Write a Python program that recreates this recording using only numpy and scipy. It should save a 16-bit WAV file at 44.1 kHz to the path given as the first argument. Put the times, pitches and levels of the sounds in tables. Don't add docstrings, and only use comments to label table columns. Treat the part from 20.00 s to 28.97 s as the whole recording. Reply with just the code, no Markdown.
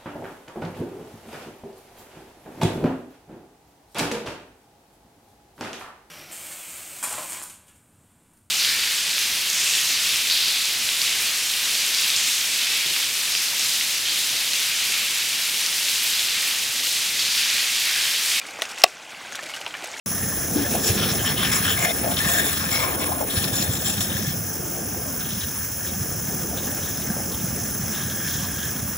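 import sys
import numpy as np
from scipy import signal
from scipy.fft import rfft, irfft, next_fast_len
from scipy.io import wavfile

SR = 44100
rng = np.random.default_rng(int(sys.argv[2]) if len(sys.argv) > 2 else 0)


def output_pcm(signal):
    pcm = np.clip(np.atleast_2d(signal).T, -1, 1) * 32767
    wavfile.write(sys.argv[1], SR, np.round(pcm).astype(np.int16))


N = 395577


def from_db(db):
    return 10 ** (np.asarray(db) / 20)


def rms_one(x):
    return x / np.sqrt(np.mean(x ** 2) + 1e-20)


def automation(rows):
    times, *columns = np.transpose(rows)
    return [np.interp(np.arange(N) / SR, times, column) for column in columns]


def drift(rate):
    hop, settle = 40, 2000
    pole = np.exp(-2 * np.pi * rate * hop / SR)
    noise = rng.standard_normal(N // hop + settle + 2)
    slow = signal.lfilter([1], [1, -2 * pole, pole * pole], noise)[settle:]
    return np.interp(np.arange(N) / hop, np.arange(len(slow)), rms_one(slow))


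def delay(x, delay_s):
    return np.interp(np.arange(N) - delay_s * SR, np.arange(N), x, left=0)


def resonate(x, hz, width_hz):
    radius = np.exp(-np.pi * width_hz / SR)
    feedback = [1, -2 * radius * np.cos(2 * np.pi * hz / SR), radius ** 2]
    return signal.lfilter(np.array([1, 0, -1]) * (1 - radius ** 2) / 2, feedback, x + 1e-18)


def equalise(x, curve):
    size = next_fast_len(N)
    hz, gain_db = np.transpose(curve)
    bin_hz = np.arange(size // 2 + 1) * SR / size
    gain = from_db(np.interp(np.log(bin_hz + 1), np.log(hz), gain_db, left=-90, right=-90))
    return rms_one(irfft(rfft(x, size) * gain, size)[..., :N])


def grains(per_s, spread_db):
    hits = rng.random(N) < per_s / SR
    sizes = from_db(spread_db * np.minimum(rng.exponential(1, N), 4))
    polarity = np.sign(rng.random(N) - .5)
    return rms_one(hits * sizes * polarity)


def bubbles(low_hz, high_hz, per_s, cycles, spread_db, count=14):
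    rings = (resonate(grains(per_s / count, spread_db), hz, hz / cycles)
             for hz in np.geomspace(low_hz, high_hz, count))
    return rms_one(sum(rms_one(ring) for ring in rings))


def turbulence(modes, drop_share, wander_db, wander_rate):
    out = np.zeros((2, N))
    drops = grains(per_s=2500, spread_db=6.0)
    for hz, width_hz, level_db in modes:
        drive = rng.standard_normal((2, N))
        drive[0] += drop_share * np.roll(drops, rng.integers(N))
        ring = resonate(resonate(drive, hz, width_hz), hz, width_hz)
        gain = from_db(level_db + wander_db * drift(wander_rate))
        out += ring / ring.std(axis=1, keepdims=True) * gain
    return out


def stereo(direct, scattered, pan_db):
    balance = from_db(np.array([pan_db, -pan_db]).reshape(2, -1) / 2)
    return np.array([direct + scattered, direct - scattered]) * balance


def reflections(direct, scattered, pan_db):
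    mid = direct + 0.18 * delay(direct, .0113)
    side = 0.056 * delay(direct, 0.00144) - .5 * delay(direct, 0.0054) + 0.76 * scattered
    left, right = stereo(mid, from_db(-8 + 0.59 * pan_db) * side, pan_db)
    lag_rad = 0.26 * pan_db
    lagging_right = signal.hilbert(right, next_fast_len(N))[:N] * np.exp(-1j * lag_rad)
    return np.array([left, lagging_right.real])


# (frequency [Hz], relative gain [dB])
WASH_EQ = [(25, -22), (82, 6.5), (189, -3.5), (446, -17), (532, -19), (808, -14.5), (963, -14.5),
           (1710, -9), (1910, -19.5), (3230, -18.5), (4490, -38), (4800, -82)]

def wash():
    direct, scattered = equalise(rng.standard_normal((2, N)), WASH_EQ)
    scattered = signal.sosfilt(signal.butter(1, 600, "high", fs=SR, output="sos"), scattered)
    return from_db(-38.5) * stereo(direct, from_db(-22) * scattered, pan_db=-0.65)


# (frequency [Hz], relative gain [dB])
CHURN_EQ = [(25, -30), (40, -28), (55, -12.5), (90, -1.5), (130, -1.5), (220, 2), (290, -8), (400, -21)]
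GURGLE_EQ = [(180, -11.5), (280, -2), (400, -4), (520, -3.5), (660, -4.5), (800, -5.5), (1100, -14.5)]
# (time [s], level before trim [dB])
CHURN_FADER = [(0.1, -33.5), (0.99, -27), (1.5, -29), (1.9, -34.5), (2.08, -31), (3.3, -38.5), (3.44, -31),
               (4.33, -31.5), (4.45, -36.5), (5.36, -33.5), (5.8, -45), (5.93, -33), (8.97, -33.5)]
GURGLE_FADER = [(0.1, -40.5), (0.55, -32), (1.15, -33), (1.73, -34.5), (2.1, -31.5), (2.15, -34.5),
                (2.47, -31), (2.52, -40), (3.01, -31), (4.5, -40), (4.7, -35), (5.62, -44), (6.4, -36),
                (8.97, -43)]

def tank(pan_db, churn_trim_db=-0.5, gurgle_trim_db=-1):
    churn_db, = automation(CHURN_FADER)
    gurgle_db, = automation(GURGLE_FADER)
    churn = equalise(bubbles(45.8, 357, per_s=750, cycles=2.5, spread_db=3.5), CHURN_EQ)
    gurgle = equalise(bubbles(244.4, 866, per_s=1100, cycles=15.4, spread_db=3.5), GURGLE_EQ)
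    churn_scatter = from_db(-16.5) * equalise(rng.standard_normal(N), CHURN_EQ)
    gurgle_scatter = equalise(rng.standard_normal(N), GURGLE_EQ)
    deep = stereo(churn, churn_scatter, pan_db=-2.1)
    light = reflections(gurgle, gurgle_scatter, 0.39 * pan_db)
    return deep * from_db(churn_db + churn_trim_db) + light * from_db(gurgle_db + gurgle_trim_db)


# (time [s], peak [dB], starting pitch [Hz])
POCKET_HITS = [(0.895, -17, 91), (1.118, -19, 148), (1.476, -21, 196), (2.26, -17, 172), (3.372, -15.5, 95),
               (3.523, -21, 114), (3.691, -18.5, 112), (4.274, -19.5, 130), (4.368, -25, 110),
               (6.01, -20, 120), (7.102, -17, 196), (7.44, -23, 161)]

def air_pockets(swell_cycles=0.63, rise=1.5):
    out, t = np.zeros(N + SR), np.arange(SR // 8) / SR
    for start_s, peak_db, hz in POCKET_HITS:
        at, age = int(start_s * SR), t * hz / swell_cycles
        envelope = from_db(peak_db) * age * np.exp(1 - age)
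        out[at:at + len(t)] += envelope * np.sin(2 * np.pi * hz * t * (1 + rise * t))
    return stereo(out[:N], 0, pan_db=-1.2)


# (time [s], level [dB])
SPLASH_FADER = [(2.55, -61), (2.75, -33.5), (2.88, -33), (3.12, -45), (3.22, -49), (3.3, -67)]

def splash(pan_db):
    level_db, = automation(SPLASH_FADER)
    froth = bubbles(500, 1790, per_s=900, cycles=18.0, spread_db=3.0)
    return reflections(from_db(level_db) * froth, 0, pan_db)


# (frequency [Hz], width [Hz], level before fader [dB])
HISS_BANDS = [(12100, 810, -47), (13860, 450, -42), (14550, 630, -39), (15300, 520, -36.3)]
WHISTLE_BANDS = [(10040, 800, -40), (10470, 270, -40)]
RUSH_BANDS = [(5286, 340, -47), (6170, 1280, -40.5), (7530, 1900, -47.5)]
# (time [s], whistle gain [dB], rush gain [dB])
NOZZLE_FADERS = [(0.1, 6, 4), (1.1, 5, 3), (3.2, 4.5, -3.5), (4.3, -1, 2.5), (4.35, 0, 1.5),
                 (5.7, 1.5, 2.5), (8.4, 1.5, 4), (8.97, -1.5, 1)]

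def nozzle(sputter):
    whistle_db, rush_db = automation(NOZZLE_FADERS)
    hiss_db = 0.3 + 0.35 * whistle_db
    layers = (HISS_BANDS, hiss_db), (WHISTLE_BANDS, whistle_db), (RUSH_BANDS, rush_db)
    direct, scattered = sum(
        from_db(gain_db) * turbulence(bands, drop_share=0.64, wander_db=0.87, wander_rate=13)
        for bands, gain_db in layers)
    direct = direct + 0.26 * delay(direct, 0.005)
    return stereo(direct, from_db(-9.5) * scattered, pan_db=-0.25) * from_db(.5 * sputter)


# (time [s], level before trim [dB])
SPIT_HITS = [(2.109, -24), (2.168, -20), (3.2954, -26), (3.365, -33), (3.407, -31), (3.979, -30),
             (4.0063, -30), (4.095, -26), (5.2026, -33), (5.246, -28), (5.305, -29), (5.408, -28),
             (5.4296, -33), (5.8606, -31), (6.635, -34), (6.573, -28), (6.821, -31), (6.87, -33),
             (7.0145, -34), (7.3167, -30), (7.3885, -35), (7.9344, -29), (8.0207, -31), (8.099, -30),
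             (8.312, -33), (8.3764, -34), (8.413, -42), (8.5804, -29)]

def spits(trim_db=-11, length_s=0.038, centre_hz=3390, pitch_spread=0.13, width_hz=230, drops=26):
    out, t = np.zeros(N + SR), np.arange(SR // 10) / SR
    for start_s, level_db in SPIT_HITS:
        arrival, size, detune = rng.random((3, drops))
        onset_s = -.5 * length_s * np.log(arrival[:, None])
        age = np.maximum(t - onset_s, 0)
        hz = centre_hz * (1 + pitch_spread * (2 * detune[:, None] - 1))
        rings = np.exp(-np.pi * width_hz * age) * np.cos(2 * np.pi * hz * age) * (age > 0)
        crackle = (size - .5) @ rings
        crackle /= np.sqrt(np.sum(crackle ** 2) / (length_s * SR))
        at = int(start_s * SR)
        out[at:at + len(t)] += from_db(level_db + trim_db) * crackle
    return out[:N]


# (start [s], length [s], pitch [Hz], width [Hz], level [dB])
EDGE_NOTES = [(0.101, 0.39, 1740, 300, -42), (0.554, 0.086, 282, 101, -23.5), (0.715, 0.053, 644, 200, -33),
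              (0.845, 0.036, 7000, 650, -30.5), (1.001, 0.063, 3230, 700, -31.5),
              (0.719, 0.5, 370, 201, -35.5), (1.184, 0.049, 3030, 600, -35),
              (1.253, 0.052, 3150, 650, -29.5), (1.364, 0.11, 3200, 750, -28.5),
              (1.507, 0.065, 7100, 700, -34), (1.511, 0.065, 2250, 500, -37),
              (1.642, 0.11, 3200, 600, -30.5), (1.778, 0.14, 2120, 160, -30.5),
              (1.78, 0.14, 2440, 140, -36), (1.777, 0.13, 2910, 140, -42), (1.812, .11, 660, 160, -31),
              (1.83, 0.021, 6950, 700, -29), (1.89, 0.021, 3530, 600, -30), (2.03, 0.1, 620, 201, -30),
              (2.198, .26, 1746, 260, -28.5), (2.257, 0.24, 685, 110, -38), (2.289, 0.22, 3560, 340, -36),
              (2.716, 0.027, 7270, 700, -30.5), (2.718, 0.19, 2210, 220, -33.5),
              (2.801, .41, 1050, 222, -37), (2.8, 0.15, 1140, 260, -38.5), (3.003, 0.043, 2240, 600, -32),
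              (3.088, 0.043, 660, 450, -29), (3.203, 0.036, 570, 220, -27.5),
              (3.302, 1.02, 1723, 220, -42.5), (3.297, 0.91, 3610, 320, -44),
              (3.547, 0.094, 6960, 550, -35), (3.72, 0.08, 7300, 450, -35.5), (3.85, 0.088, 7340, 450, -34),
              (5.16, 0.11, 1510, 500, -42), (7.161, 0.056, 600, 350, -36.5), (7.882, 0.82, 1653, 210, -41),
              (7.983, 0.72, 3270, 280, -47.5)]

def singing_edges(rough_db=1.5, rough_rate=77, fade_s=.012):
    out = np.zeros(N + SR)
    flutter = from_db(rough_db * drift(rough_rate))
    for start_s, length_s, hz, width_hz, level_db in EDGE_NOTES:
        t = np.arange(int((length_s + fade_s) * SR)) / SR
        gate = np.clip(np.minimum(t, t[-1] - t) / fade_s, 0, 1)
        drive = rng.standard_normal(2 * SR)
        ring = resonate(resonate(drive, hz, width_hz), hz, width_hz)[-len(t):]
        at = int((start_s - fade_s / 2) * SR)
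        out[at:at + len(t)] += from_db(level_db) * gate * rms_one(ring * flutter[at:at + len(t)])
    return out[:N]


# (start [s], length [s], rasp gain [dB], roar gain [dB], sizzle gain [dB])
SURGE_CUES = [(0.568, 0.057, -33, -33.5, -56), (0.7, 0.076, -39, -51, -33.5),
              (0.827, 0.081, -26.5, -39, -25.5), (0.97, 0.12, -29, -32.5, -50), (1.1, 0.021, -32, -40, -36),
              (1.248, 0.072, -32.5, -31, -49), (1.383, 0.14, -31, -29.5, -33.5),
              (1.516, 0.062, -30.5, -30, -26.5), (1.636, 0.11, -33.5, -29.5, -34),
              (1.775, 0.11, -30, -27, -31.5), (2.085, 0.025, -37, -29.5, -31),
              (2.177, 0.1, -28, -36, -29.5), (2.277, 0.21, -32, -33.5, -26.5),
              (2.586, 0.078, -33, -29.5, -36), (2.699, 0.13, -30, -39, -33),
              (2.996, 0.049, -30, -38, -31.5), (3.295, 0.085, -37, -52, -38),
              (3.361, 0.082, -29, -35.5, -32), (3.523, 0.11, -31.5, -38, -30.5),
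              (3.688, 0.12, -36.5, -42, -37), (3.843, 0.13, -33, -46, -34), (3.998, 0.036, -35, -55, -27),
              (4.217, 0.1, -37.5, -46, -42), (5.192, .25, -43, -60, -50), (8.273, 0.17, -36.5, -58, -43)]

def surges(attack_s=0.024, release_s=0.034):
    t, out = np.arange(N) / SR, np.zeros((3, N))
    for start_s, length_s, *gains_db in SURGE_CUES:
        swell = np.clip((t - start_s) / attack_s + .5, 0, 1)
        fade = np.exp(-np.clip((t - start_s - length_s) / release_s, 0, 20))
        out += from_db(gains_db)[:, None] * swell * fade
    return out


# (frequency [Hz], width [Hz], relative level [dB])
ROAR_BANDS = [(1103, 340, -11), (1337, 540, -10.5), (1695, 284, -6.5), (2102, 240, -14), (2340, 950, -13)]
RASP_BANDS = [(2590, 750, -13), (3330, 440, -10), (3730, 840, -11), (4220, 450, -15), (5404, 710, -6)]
SIZZLE_BANDS = [(6700, 1400, -14), (7170, 660, -9.5), (8030, 400, -11.5), (9800, 2900, -15.5),
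                (10510, 930, -6.5), (12210, 770, -8.5), (14050, 600, -9), (15600, 500, -12)]
# (time [s], drive [dB])
SPRAY_DRIVE = [(0.1, -44.5), (0.5, -44.5), (0.7, -40.5), (1.6, -39), (2.0, -43.5), (2.5, -39), (3.2, -44.5),
               (4.31, -43), (4.35, -52.5), (5.3, -49), (6.5, -49), (6.6, -46.5), (7.0, -45), (7.15, -49),
               (7.85, -47), (7.95, -43), (8.35, -48), (8.97, -47)]

def spray(sputter, pan_db):
    drive_db, = automation(SPRAY_DRIVE)
    steady_db = [17.9 + 1.337 * drive_db, -1.8 + 0.85 * drive_db, -8.5 + 0.7 * drive_db]
    rasp_gain, roar_gain, sizzle_gain = np.hypot(from_db(steady_db), surges())
    rasp = rasp_gain * turbulence(RASP_BANDS, drop_share=0.85, wander_db=2.0, wander_rate=21)
    roar = roar_gain * turbulence(ROAR_BANDS, drop_share=0.54, wander_db=3.0, wander_rate=9.2)
    sizzle = sizzle_gain * turbulence(SIZZLE_BANDS, drop_share=1.0, wander_db=2.5, wander_rate=18)
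    direct, scattered = rasp + roar
    body = reflections(direct + spits() + singing_edges(), scattered, pan_db)
    mist = stereo(sizzle[0] + 0.72 * delay(sizzle[0], .0043), from_db(-4.5) * sizzle[1], pan_db=-0.42)
    return (body * from_db(drift(28)) + mist) * from_db(1.32 * sputter)


# (time [s], left over right [dB])
SPRAY_PAN = [(0, 1), (1.2, 2), (2.2, 4.5), (4.4, 5.5), (6.5, 1.5), (8.97, -1)]

def scene():
    pan_db, = automation(SPRAY_PAN)
    sputter = 0.77 * drift(14.3) + 1.06 * drift(64)
    jet = nozzle(sputter) + spray(sputter, pan_db)
    return jet + splash(pan_db) + tank(pan_db) + air_pockets() + wash()


# (frequency [Hz], left lead
LEFT_LEAD = [(200, 0), (1300, .55), (2500, 0), (7100, 0), (8700, -3.05), (9450, -3.25), (12900, -9.35),
             (13450, -9.5), (15800, -13.2)]

def record(dry):
    silent_s, split_hz, top_side_db, cutoff_hz = .06, 8200, -23, 15750
    size = next_fast_len(N)
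    hz = np.arange(size // 2 + 1) * SR / size
    left, right = rfft(dry * (np.arange(N) > silent_s * SR), size)
    top = np.clip((hz - split_hz) / 800 + .5, 0, 1)
    mid = (left + right) / 2
    side = (left - right) / 2 * from_db(top * top_side_db)
    lead = np.exp(1j * np.interp(hz, *np.transpose(LEFT_LEAD)))
    low_pass = 1 / np.sqrt(1 + (hz / cutoff_hz) ** 400)
    return irfft(np.array([(mid + side) * lead, mid - side]) * low_pass, size)[:, :N]


dry = scene()
out = record(dry)
output_pcm(out)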